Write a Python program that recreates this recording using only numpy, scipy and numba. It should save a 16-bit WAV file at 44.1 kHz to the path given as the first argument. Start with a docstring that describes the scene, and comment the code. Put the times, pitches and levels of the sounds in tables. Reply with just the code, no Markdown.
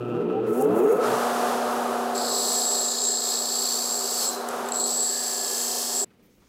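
"""In a workshop, a bench motor across the room runs up to speed, then settles to a hum and a rush of noise.
Its slot tones climb through a ringing stand, while loose parts rattle and the starting switch drags and snaps.
A steel shaft is pressed twice on the abrasive wheel: noise that partly repeats each turn is its scrub and ring.
Then the sound cuts to the quiet shop: soft room noise with faint rustles and bumps."""
import sys
import numpy as np
from scipy import signal
from scipy.fft import rfft, irfft, next_fast_len
from scipy.io import wavfile
from scipy.ndimage import uniform_filter1d, map_coordinates
from numba import njit

SR = 44100
rng = np.random.default_rng(int(sys.argv[2]) if len(sys.argv) > 2 else 0)


def transcribe(signal):
    """Save signal, clipped to [-1, 1], as a 16-bit WAV file at the path in sys.argv[1]."""
    frames = np.atleast_2d(signal).T
    limited = np.clip(frames, -1, 1)
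    pcm = np.round(limited * 32767).astype(np.int16)
    wavfile.write(sys.argv[1], SR, pcm)


def undo_db(level):
    """Turn decibels back into plain size, where 20 dB means ten times bigger."""
    steps = np.asarray(level, float) / 20
    return 10 ** steps


N = 286032
T = np.arange(N) / SR  # time in s
CUT_S = 6.047  # the grinder gives way to the quiet shop
PULL_HZ, SLOTS = 120, 24  # magnetic pulls per second; rotor slots per turn
TURN = 1475  # samples a turn at full speed

# Run-up: time between rotor slots [t/s, period/ms]
SLOT_PERIOD = [(0, 7.69), (.135, 6.45), (.355, 5.15), (.595, 3.87), (.8, 2.77), (.9, 2.19), (1.015, 1.45),
               (1.05, 1.394)]
# Slot tones split by the mains pull [multiple of slot rate, steps of pull rate, relative level/dB]
SLOT_TONES = [(1, 0, 2), (1, -1, 0), (1, -2, -6), (1, 1, -7), (1, 2, -8), (2, 0, -8), (2, -1, -7),
              (2, -2, -14), (3, -1, -9), (3, -2, -7), (3, -3, -9), (4, -2, -11), (4, -3, -9), (4, -4, -10)]
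# Mains buzz in the stand, fading as the motor speeds up
# [multiple of pull rate, relative level/dB before the fade]
BUZZ = [(2, -5), (3, -3), (4, -8), (5, -6), (6, -9), (8, -25), (10, -8)]
# Resonances of the stand, and of its guard [f/Hz, width of one filter/Hz, relative level/dB]
STAND_MODES = [(182, 76, -12.5), (240, 36, -5.5), (286, 58, -11), (339, 54, -3.5), (428, 70, 2.5),
               (504, 110, -6), (636, 200, -12.5), (910, 570, -15.5), (1720, 1600, -54)]
GUARD_MODES = [(778, 30, 0)]
# Slot tones that drive the guard [multiple of slot rate, peak level/dB before the guard]
GUARD_ORDERS = [(2, -31), (3, -22), (4, -27), (5, -36)]
# Strain of the run-up, heard as the growl of the stand [t/s, level/dB]
GROWL = [(0, -32.5), (.2, -24.5), (.5, -24.5), (.8, -18), (.92, -20), (1.09, -27.5), (1.2, -20)]
# Short tones singing near 430 Hz during the run-up [start t/s, length/s, peak level/dB]
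SINGING_TONES = [(.495, 0.042, -17), (.58, 0.036, -19), (.635, 0.045, -15.5), (.825, 0.044, -12),
                 (.885, 0.054, -17), (.922, 0.095, -17.5)]
# Pitch of that singing; the last tone glides upward [t/s, f/Hz]
SINGING_PITCH = [(.5, 425), (.66, 432), (.83, 430), (.86, 443), (.918, 450), (.922, 385), (.975, 440),
                 (1.01, 505)]
# Resonances of the loose parts, and of a plate [f/Hz, width/Hz, relative level/dB]
RATTLE_MODES = [(2450, 215, 12), (2750, 130, 16), (2970, 180, 10.5), (3400, 2000, -6), (5500, 840, -42)]
PLATE_MODES = [(1298, 43, 0)]
# Loudness of the plate [t/s, level/dB]
PLATE_LEVEL = [(0.0, -43.5), (0.128, -40.5), (0.232, -41), (0.272, -50), (0.302, -39), (0.386, -46),
               (0.516, -36.5), (0.652, -44), (0.79, -34.5), (0.832, -44), (0.878, -34), (0.982, -35),
               (1.05, -27.5), (1.1, -36)]
# Surges of the mains hum [start t/s, length/s, peak level/dB]
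SURGES = [(-.1, 0.3, -33.5), (.34, 0.18, -37.5), (.69, 0.054, -35.5), (.8, .05, -52), (1.05, 0.25, -42)]

# Rush at speed; its level dips during the grinding [t/s, level/dB, treble gain/dB]
RUN = [(1.04, -25, 0.5), (1.35, -27, 3), (1.6, -27, 2), (2.15, -27.5, 0), (2.21, -28, -2),
       (2.4, -30.5, -13), (2.75, -35, -5.5), (3.2, -37.5, -4.5), (4.25, -36.5, 0.5), (4.35, -34, -0.5),
       (4.55, -34, 3.5), (4.62, -32.5, 1.5), (4.73, -34, 4), (4.88, -34, -15), (5.05, -38.5, -10),
       (6.04, -38, -30)]
# Colour of the rush [f/Hz, relative level/dB per Hz]
RUSH_COLOUR = [(18, -73), (30, -40), (179, -17), (233, -7.5), (295, -13.5), (384, 0), (649, 0), (721, 1),
               (1040, -2.5), (1250, -1.5), (2170, -21.5), (2540, -20.5), (5500, -23.5), (7800, -24.5),
               (9800, -26.5), (11700, -26), (12700, -30.5), (16000, -36.5)]
# Steady tones on multiples of a turn [f/Hz, peak level/dB re the rush]
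HUM = [(120, -35), (240, -5.5), (269, -20), (389, -9), (479, -9.5), (599, -9.5), (719, -5), (748, -8.5),
       (1197, -26)]

# The two presses on the wheel [t/s, scrub level/dB, treble level/dB re scrub, ring level/dB]
GRIND = [
    [(2.149, -37, -5, -33), (2.17, -32.5, -10, -33), (2.35, -30, -7, -27), (2.55, -30.5, -5.5, -28),
     (2.85, -31, -7.5, -25), (2.96, -28, -11, -33), (3.05, -30.5, -10.5, -25.5), (3.19, -30, -10, -28.5),
     (3.27, -31.5, -5.5, -26), (3.45, -30.5, -6.5, -31), (3.8, -36, -1, -28.5), (4.08, -36.5, -0.5, -31.5),
     (4.24, -35.5, 1.5, -31), (4.29, -38, -3.5, -23.5), (4.34, -39.5, 2, -48), (4.38, -46, -2, -43),
     (4.42, -49, 0, -53), (4.47, -53, -6, -68)],
    [(4.732, -58, 2, -27), (4.74, -47, 2, -29), (4.755, -45, 5, -33), (4.78, -46, 3, -30),
     (4.81, -43, 4, -26), (4.84, -44.5, -1.5, -23), (4.856, -34.5, -5, -26), (4.88, -33.5, -2, -27.5),
     (5.05, -35.5, -4.5, -24), (5.3, -38, 2, -29.5), (5.42, -36.5, -1, -30.5), (5.6, -39.5, 4.5, -32),
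     (5.92, -38.5, 4.5, -33.5), (6.0, -40, 4.5, -25), (6.04, -43.5, 3, -26)],
]
# How still the shaft is held, so that the same grit meets it each turn [t/s, share 0-1]
STILL = [(2.5, .15), (2.9, .1), (3.5, .2), (4.0, .4), (5.0, .3), (5.35, .55), (5.7, .65)]
# The wheel runs out of true [share of a turn, height as level/dB, scaled in each use]
RUNOUT = [(.04, -2), (.12, -.5), (.21, 0), (.29, 2.5), (.37, 1.5), (.46, -1), (.56, -2.5), (.68, -3),
          (.79, 0), (.87, 2), (.96, 0)]
# Pitch of the ring, shifting a little with the grip [t/s, f/Hz]
RING_PITCH = [(2.15, 7630), (2.37, 7690), (2.83, 7620), (2.97, 7520), (3.42, 7640), (3.75, 7550),
              (4.3, 7660), (4.85, 7715), (5.05, 7710), (5.43, 7590), (5.7, 7680), (5.95, 7590)]
# High spots that set the ring going [share of a turn, level/dB before the bounce scales it]
RING_SPOTS = [(.04, -6), (.12, -2), (.22, 0), (.37, 2), (.46, 0), (.54, -6), (.62, 1), (.71, 1), (.79, -4),
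              (.87, 4), (.96, 1)]
# A broad mode under the ring [t/s, level/dB re ring]
SHOULDER = [(2.15, -22), (2.8, -21), (2.92, -3.5), (3.1, -10), (3.3, -11), (3.45, -23), (6.04, -19)]
# Bounce on the high spots and the bending mode
# [t/s, bounce depth 0-1, mode level/dB before trim, centre f/Hz, throb as a factor on the runout]
BOUNCE = [(2.2, .1, 1, 4450, .2), (2.9, .15, 3, 4400, .4), (3.05, .15, 5, 4330, .4),
          (3.5, .3, 5, 4420, .45), (3.65, 1, 9, 4500, .35), (4.2, .8, 8, 4520, .3), (4.33, .2, 8, 4120, .3),
          (4.7, .2, 13, 4250, .3), (4.84, .2, 11, 4250, .3), (4.92, .2, 3, 4450, .4),
          (5.25, .15, 5, 4620, .6), (5.45, .15, 5, 4500, 1), (6.0, .15, 5, 4500, 1.2)]
# Low and middle shaft modes [f/Hz, width/Hz, relative level/dB]
SHAFT_LOW = [(1740, 31, -10), (3330, 90, -16), (3500, 150, -13), (3890, 130, -6), (4020, 70, -4),
             (4250, 140, -3), (4700, 120, -3), (4880, 220, -6), (5200, 140, -7)]
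SHAFT_MID = [(5280, 1670, -0.5), (5960, 45, 4), (6010, 110, 2), (7070, 390, -1.5)]
# Thin modes heard once the shaft is held still [f/Hz, width/Hz, relative level/dB]
SHAFT_THIN = [(2720, 60, -8), (3150, 35, -2), (3360, 25, 0), (3980, 30, 0), (4250, 30, 1), (5800, 45, 4),
              (6150, 60, 4), (8150, 70, 5), (8520, 60, 3)]
# A mode that swells once a turn [t/s, level/dB re low modes, before the swing]
UPPER = [(2.2, -26), (3.3, -14), (3.7, -12), (4.25, -6), (4.4, -20), (4.9, -22), (5.3, -10), (5.55, -6),
         (5.9, -5), (6.04, -10)]
# The 5-7 kHz part of the treble [t/s, level/dB]
MIDDLE = [(2.15, 1.7), (4.25, 1.5), (4.74, 0), (4.84, -3), (4.9, 1.5), (6.04, 0.8)]
# Colour of the grit hiss [f/Hz, relative level/dB per Hz]
GRIT_COLOUR = [(5000, -25), (8500, 1), (9990, -0.5), (14400, -3), (15200, -4), (16000, -30)]
# A dull patch in the grit moves as the grip shifts [t/s, f/Hz]
DULL_PATCH = [(2.9, 12600), (3.25, 10000), (4.3, 10400), (4.9, 11000), (6.0, 11860)]
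# Single catches of the shaft [t/s, start level/dB before shaping]
TOUCHES = [(2.1515, -27), (2.178, -20), (4.488, -29), (4.5096, -33), (4.6595, -33), (4.6875, -24),
           (4.7205, -16), (4.75, -20), (4.758, -18), (4.77, -20), (4.787, -19), (4.799, -17), (4.805, -16),
           (4.814, -21), (4.821, -22), (4.839, -14)]
# Grit scratches in passing [t/s, start level/dB before filtering]
SCRAPES = [(4.405, -31), (4.4875, -20), (4.51, -38), (4.687, -25), (4.72, -31)]
# Singing of the tool rest [t/s, level/dB]
REST_HUM = [(4.95, -56), (5.15, -45.5), (6.05, -50)]

# The starting switch drags and lets go [t/s, level/dB before the wobble]
SWITCH_DRAG = [(.456, -86), (.466, -54.5), (.57, -41.5), (.65, -41.5), (.67, -51.5), (.925, -42.5),
               (1.0, -51), (1.05, -69)]
# Colour of the drag [f/Hz, relative level/dB per Hz]
SWITCH_COLOUR = [(2940, -31), (5000, -15.5), (6830, -5.5), (7530, -6), (12800, -2.5), (14900, -12),
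                 (16000, -0.5)]
# Snaps of the switch [t/s, start level/dB before filtering]
SNAPS = [(0.623, -21.5), (0.7915, -32)]
# Thin squeak of the switch [t/s, level/dB]
SQUEAK = [(.81, -70), (.83, -62), (.9, -55), (.97, -59), (1.0, -75)]

# Colour of the quiet shop [f/Hz, relative level/dB per Hz]
SHOP_COLOUR = [(25, 8), (60, 4), (110, 5), (190, 8), (300, 5), (520, 0), (640, -9), (1100, -13),
               (1700, -16), (2320, -12), (3300, -19), (5100, -24), (7000, -31), (16000, -35)]
# Rustles of handling [start t/s, length/s, peak level/dB before the wobble]
DULL_RUSTLES = [(6.2, 0.21, -74), (6.4, 0.089, -69)]
BRIGHT_RUSTLES = [(6.225, .05, -66), (6.25, .17, -74)]
# Soft bumps on the bench [t/s, start level/dB, f/Hz]
THUDS = [(6.105, -62, 1250), (6.136, -53, 100), (6.195, -57, 279), (6.38, -60, 230), (6.42, -63, 1200),
         (6.47, -65, 1100)]
# Deep rumble under everything [t/s, level/dB]
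RUMBLE = [(0, -63), (.7, -70), (1.7, -67), (2.6, -81), (5.9, -74), (6.1, -72), (6.49, -67)]


def level(x, db):
    """Scale a sound to an rms level."""
    return x * undo_db(db) / np.sqrt(np.mean(x ** 2))


def curve(table, column=1, out=None):
    """Join one column by straight lines in time."""
    rows = np.array(table)
    return np.interp(T, rows[:, 0], rows[:, column], left=out, right=out)


def round_curve(table, turns):
    """Read a table by the position within a turn."""
    return np.interp(turns % 1, *np.transpose(table), period=1)


def white():
    """Fresh noise, equally strong at every pitch."""
    return rng.standard_normal(N)


def coloured(x, spectrum):
    """Give a signal a colour, at rms 1."""
    hz, db = np.transpose(spectrum)
    size = next_fast_len(N)
    f = np.maximum(np.arange(size // 2 + 1) * SR / size, 1)
    gain = undo_db(np.interp(np.log(f), np.log(hz), db))
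    return level(irfft(rfft(x, size) * gain, size)[:N], 0)


def hiss(spectrum):
    """Fresh noise with the given colour."""
    return coloured(white(), spectrum)


def tone(cycles, db):
    """A sine with a random starting point; db sets its peak."""
    return undo_db(db) * np.sin(2 * np.pi * (cycles + rng.random()))


@njit
def svf(x, hz, width):
    """Band-pass (state-variable filter) whose centre may move."""
    y, b, l = np.empty(len(x)), 0., 0.
    for i in range(len(x)):
        g, k = np.tan(np.pi * hz[i] / SR), width / hz[i]
        v = (b + g * (x[i] - l)) / (1 + g * (g + k))
        b, l, y[i] = 2 * v - b, l + 2 * g * v, k * v
    return y


def band(x, hz, width):
    """The moving band-pass held at one pitch."""
    return svf(x, np.full(N, float(hz)), float(width))


def ring(x, modes, steep=False):
    """A body of several resonances; steep ones are filtered twice, for dark flanks."""
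    total = 0
    for k, (hz, width, db) in enumerate(modes):
        b, a = signal.iirpeak(hz, hz / width, SR)
        y = signal.lfilter(b, a, x)
        if steep:
            y = signal.lfilter(b, a, y)
        total = total + (-1) ** k * undo_db(db) * y
    return total


def walk(rate):
    """Random levels held 1 / rate s and smoothed twice; spread near 1."""
    k = int(SR / rate)
    steps = np.repeat(rng.standard_normal(N // k + 1), k)
    return 1.62 * uniform_filter1d(uniform_filter1d(steps, k), k)[:N]


def evened(x, share, size):
    """Stick-slip holds a ringing near one swing: take out part of its random rise and fall; rms 1."""
    return level(x / (uniform_filter1d(x ** 2, size=size) + 1e-12) ** (share / 2), 0)


def squeal(hz, jitter_hz):
    """Stick-slip locked to a mode: a tone with a trembling pitch; rms 1."""
    return np.sqrt(2) * np.sin(2 * np.pi * np.cumsum(hz + jitter_hz * walk(160)) / SR)


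def swells(events, blunt=0.2):
    """Each event rises and falls as an arch; small blunt flattens its top."""
    total = 0
    for start, length, db in events:
        arch = np.sin(np.pi * np.clip((T - start) / length, 0, 1)).clip(0) ** blunt
        total = total + undo_db(db) * arch * (T < start + length)
    return total


def blows(events, decay_s):
    """Sudden rise and quick decay at the given times."""
    return sum(undo_db(db) * (T >= s) * np.exp(-np.maximum(T - s, 0) / decay_s) for s, db in events)


def clicks(events, decay_s):
    """Short bursts of noise at the given times."""
    return blows(events, decay_s) * white()


def each_turn(memory=0.92):
    """Noise that nearly comes back after one turn; rms 1."""
    rows = rng.standard_normal((N // TURN + 1, TURN))
    return level(signal.lfilter([1], [1, -memory], rows, axis=0).ravel()[:N], 0)


def partly_repeating(share):
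    """Fresh noise with a share of power that nearly repeats each turn."""
    share = np.clip(share, 0, 1)
    return np.sqrt(1 - share) * white() + np.sqrt(share) * each_turn()


def round_the_wheel(turns, count, renew):
    """A random profile round the rim that comes back each turn and slowly wears into a new one."""
    rows = int(turns[-1] * renew) + 2
    rim = rng.standard_normal((rows, count))
    return 1.4 * map_coordinates(rim, [turns * renew, turns % 1 * count], order=1, mode="grid-wrap")


def stand_growl(slots):
    """Slot tones and mains buzz ring the stand each time they cross its modes."""
    pull = PULL_HZ * T
    wobble = lambda: 2.5 * walk(35)  # dB
    tones = sum(tone(k * slots + m * pull, db + wobble()) for k, m, db in SLOT_TONES)
    buzz = sum(tone(k * pull, db + wobble()) for k, db in BUZZ)
    # the buzz fades as the rotor gathers speed and the noise grows
    drive = tones + undo_db(2.0 - 21.0 * T) * buzz + undo_db(9.5 + 6.2 * T) * white()
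    growl = ring(drive, STAND_MODES, steep=True)
    # the strained stand yields: its swing follows the strain more than the drive
    growl = growl / np.sqrt(uniform_filter1d(growl ** 2, size=5000))
    return undo_db(curve(GROWL)) * growl


def singing_tones():
    """Short tones sing near 430 Hz during the run-up, the last gliding upward."""
    cycles = np.cumsum(curve(SINGING_PITCH)) / SR
    return swells(SINGING_TONES, blunt=0.79) * tone(cycles, 0)


def guard(slots):
    """Multiples of the slot rate ring the guard as they pass its mode."""
    return ring(sum(tone(k * slots, db) for k, db in GUARD_ORDERS), GUARD_MODES, steep=True)


def loose_parts():
    """Loose parts and a plate ring to one knock at every pull, blurred by scraping as the speed rises."""
    knocks = np.diff(np.floor(PULL_HZ * T), prepend=0) * undo_db(2 * walk(62))
    knocks = knocks + undo_db(-28.5 + 16.3 * np.minimum(T, 1)) * white()
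    # the rattle starts near -40.5 dB and quietens by 14 dB per second
    rattle = level(ring(knocks, RATTLE_MODES), 0) * undo_db(-40.5 - 14 * T + 2.0 * walk(14.6))
    plate = evened(ring(knocks, PLATE_MODES), 0.86, size=900) * undo_db(curve(PLATE_LEVEL))
    return rattle + plate


def run_up(slots):
    """The motor gathers speed: growl, singing, guard, loose parts and surges of mains hum, then a fade."""
    mains_hum = swells(SURGES) * tone(PULL_HZ * T, 0)
    fade = np.clip((1.2 - T) / 0.065, 0, 1)
    return fade * (stand_growl(slots) + singing_tones() + guard(slots) + loose_parts() + mains_hum)


def rush_of_air(turns):
    """Air and bearings rush, throbbing with the turn."""
    throb_db = 0.43 * round_the_wheel(turns, count=6, renew=0.104) + .6 * walk(9)
    rush = coloured(partly_repeating(0.042), RUSH_COLOUR) * undo_db(throb_db)
    high_pass = signal.butter(2, 1470, "high", fs=SR, output="sos")
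    treble = signal.sosfiltfilt(high_pass, rush)
    return rush + (undo_db(curve(RUN, column=2)) - 1) * treble


def stand_drone():
    """At speed the stand drones: narrow noise near 400 Hz in random bursts."""
    drone = ring(white(), [(400, 38, 0)], steep=True)
    return level(drone * undo_db(2.0 * walk(14)), -44.5)


def running(turns):
    """The motor at speed: a throbbing rush and wavering tones rise in, then the drone of the stand."""
    tones = sum(tone(hz * T, db + 0.5 * walk(7.6)) for hz, db in HUM)
    rise = lambda start, length: np.clip((T - start) / length, 0, 1) ** 2
    steady = rise(0.95, 0.097) * rush_of_air(turns) + rise(0.76, 0.33) * tones
    return undo_db(curve(RUN)) * steady + rise(1.4, .6) * stand_drone()


def shaft_ring(turns, still, face, edge):
    """High spots make the shaft ring at a shifting pitch, over a broad mode beneath."""
    hz, bounce = curve(RING_PITCH), curve(BOUNCE)
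    drive = partly_repeating(still)
    main = svf(drive, hz, 170.) + undo_db(-20) * svf(drive, hz, 1100.)
    main = evened(main, .7, size=150)
    shoulder = level(ring(white() * undo_db(.7 * edge), [(7050, 550, 0)]), 0)
    # more bounce: less of the random face, more of the fixed high spots
    bursts_db = (.9 - .6 * bounce) * face + 1.7 * bounce * round_curve(RING_SPOTS, turns) + .7 * walk(12)
    main = level(svf(main * undo_db(bursts_db), hz, 900.), 0)
    return undo_db(curve(SHOULDER)) * shoulder + main


def bending_mode(drive, bend_hz):
    """Noise rings the bending mode; as the shaft bounces, more of it locks into a squeal."""
    bend = svf(svf(drive, bend_hz, 300.), bend_hz, 600.)
    bend = evened(bend, .85, size=130)
    locked = .8 * curve(BOUNCE)
    bend = np.sqrt(1 - locked) * bend + np.sqrt(locked) * squeal(bend_hz, 60)
    return evened(bend, .85, size=110)


def low_scrub(turns, still, face, edge, bend_hz):
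    """The scrub rings the low, bending and thin modes of the shaft, and one that swells once a turn."""
    runout = round_curve(RUNOUT, turns)
    drive = partly_repeating(1.2 * still)
    bend_db = curve(BOUNCE, column=2) - 3.5 + curve(BOUNCE, column=4) * runout
    low = evened(ring(drive, SHAFT_LOW), 0.24, size=150)
    low = low + undo_db(bend_db) * bending_mode(drive, bend_hz)
    low = level(low * undo_db(1.4 * runout + .2 * edge + .1 * face), 0)
    thin = level(ring(each_turn() * undo_db(1.4 * runout + .2 * edge), SHAFT_THIN), 0)
    low = low + undo_db(4.5) * still ** 2 * thin
    upper_hz, loudest_share, swing_db = 5190, .83, 5  # the share is of a turn
    upper = .5 * level(ring(drive, [(upper_hz, 110, 0)]), 0) + squeal(upper_hz, 25)
    upper = evened(upper, .8, size=200)
    swing = swing_db * np.cos(2 * np.pi * (turns - loudest_share))
    return low + undo_db(curve(UPPER) + swing) * upper


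def scrub_treble(still, face, edge):
    """Middle shaft modes ring under the hiss of the grit, which has a moving dull patch."""
    middle_drive = partly_repeating(1.4 * still) * undo_db(.5 * face + .4 * edge)
    middle = level(ring(middle_drive, SHAFT_MID), 0)
    grit_drive = partly_repeating(0.33 * still) * undo_db(0.48 * face + 0.75 * edge)
    grit = coloured(grit_drive, GRIT_COLOUR)
    grit = grit - 0.37 * svf(grit, curve(DULL_PATCH), 1500.)
    return undo_db(curve(MIDDLE)) * middle + undo_db(.77) * grit


def touches(bend_hz):
    """Single high spots catch the shaft as it leaves and nears the wheel; passing grit scratches it."""
    soft = uniform_filter1d(blows(TOUCHES, 0.002), size=130)
    ping = soft * np.sin(2 * np.pi * np.cumsum(curve(RING_PITCH)) / SR)
    knock = svf(svf(soft * white(), bend_hz, 650.0), bend_hz, 900.)
    scratches = band(clicks(SCRAPES, 0.0011), 9000, 9000)
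    return undo_db(4.5) * ping + undo_db(6.5) * knock + scratches


def tool_rest():
    """The tool rest sings near 1710 Hz, driven by noise that partly returns each turn."""
    return undo_db(curve(REST_HUM, out=-120)) * evened(ring(each_turn(.4), [(1710, 85, 0)]), .4, size=400)


def grinding():
    """High spots of the wheel scrub the shaft: its modes ring in bursts over the hiss of the grit."""
    turns = np.arange(N) / TURN
    still = curve(STILL)
    # the springy rim evens out the highest spots
    spots = lambda: 3.5 * np.tanh(.9 * round_the_wheel(turns, count=14, renew=.12))
    face, edge = spots(), spots()
    # the pitch of the bending mode rises and falls once a turn; lowest at .85 of a turn
    swing_hz = 190 * curve(BOUNCE)
    bend_hz = curve(BOUNCE, column=3) - swing_hz * np.cos(2 * np.pi * (turns - .85))
    first, second = GRIND
    rows = first + second
    touching = ((T > first[0][0]) & (T < first[-1][0])) | (T > second[0][0])
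    wander = lambda: undo_db(.7 * walk(14))  # the hand is never quite steady
    scrub = low_scrub(turns, still, face, edge, bend_hz)
    scrub = scrub + undo_db(curve(rows, column=2)) * scrub_treble(still, face, edge)
    held = undo_db(curve(rows)) * wander() * scrub
    held = held + undo_db(curve(rows, column=3)) * wander() * shaft_ring(turns, still, face, edge)
    contact = uniform_filter1d(1. * touching, size=200)
    return contact * held + touches(bend_hz) + tool_rest()


def switch():
    """The starting switch: a dry drag in the treble, two snaps and a thin squeak."""
    drag = undo_db(curve(SWITCH_DRAG, out=-120) + 2 * walk(90)) * hiss(SWITCH_COLOUR)
    snaps = band(clicks(SNAPS, 0.0012), 11500, 8000)
    squeak = undo_db(curve(SQUEAK, out=-120)) * level(band(white(), 6660, 150), 0)
    return drag + undo_db(2.0) * snaps + squeak


def handling():
    """Faint rustles of shaped noise and soft bumps of decaying narrow noise."""
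    dull_colour = [(1500, -13.0), (4500, -10), (6500, -7), (9000, -18), (12000, -21)]  # f/Hz, dB per Hz
    bright_colour = [(6000, -10), (11000, -8), (14500, 2), (16000, -2)]
    dull = swells(DULL_RUSTLES) * undo_db(2 * walk(40)) * hiss(dull_colour)
    bright = swells(BRIGHT_RUSTLES) * undo_db(2 * walk(40)) * hiss(bright_colour)
    thuds = sum(blows([(s, db)], 0.021) * level(band(white(), hz, 0.45 * hz), 0) for s, db, hz in THUDS)
    return dull + bright + thuds


def shop():
    """Wavering room noise, a little louder just after the cut, with sounds of handling."""
    settle_db = 6.5 * np.exp(-np.maximum(T - CUT_S, 0) / 0.2)
    room = undo_db(-61.5 + settle_db + 2 * walk(17)) * hiss(SHOP_COLOUR)
    return room + handling()


def rumble():
    """Deep noise whose level drifts."""
    return undo_db(curve(RUMBLE)) * hiss([(20, -2.0), (60, 4.5), (120, -26.5)])


def scene():
    """The grinder until the cut, the quiet shop after it."""
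    slots = np.cumsum(1000 / curve(SLOT_PERIOD)) / SR  # slots passed so far
    turns = slots / SLOTS
    grinder = run_up(slots) + running(turns) + grinding() + switch()
    before = np.clip((CUT_S - T) / 0.0042, 0, 1)
    return (before * grinder + (1 - before) * shop())[None]


def band_limit(x):
    """A steep low-pass at the top of the band."""
    return signal.sosfilt(signal.butter(12, 16520, fs=SR, output="sos"), x)


def record(dry):
    """The small microphone rounds the loudest peaks and drops the deep bass; rumble joins; the top is cut."""
    rounded = .31 * np.tanh(dry / .31)
    bass_cut = signal.butter(3, 95, "high", fs=SR, output="sos")
    mix = signal.sosfilt(bass_cut, rounded) + rumble()
    top_cut = signal.ellip(8, .2, 60, 15800, fs=SR, output="sos")
    return band_limit(signal.sosfilt(top_cut, mix))


dry = scene()
out = record(dry)
transcribe(out)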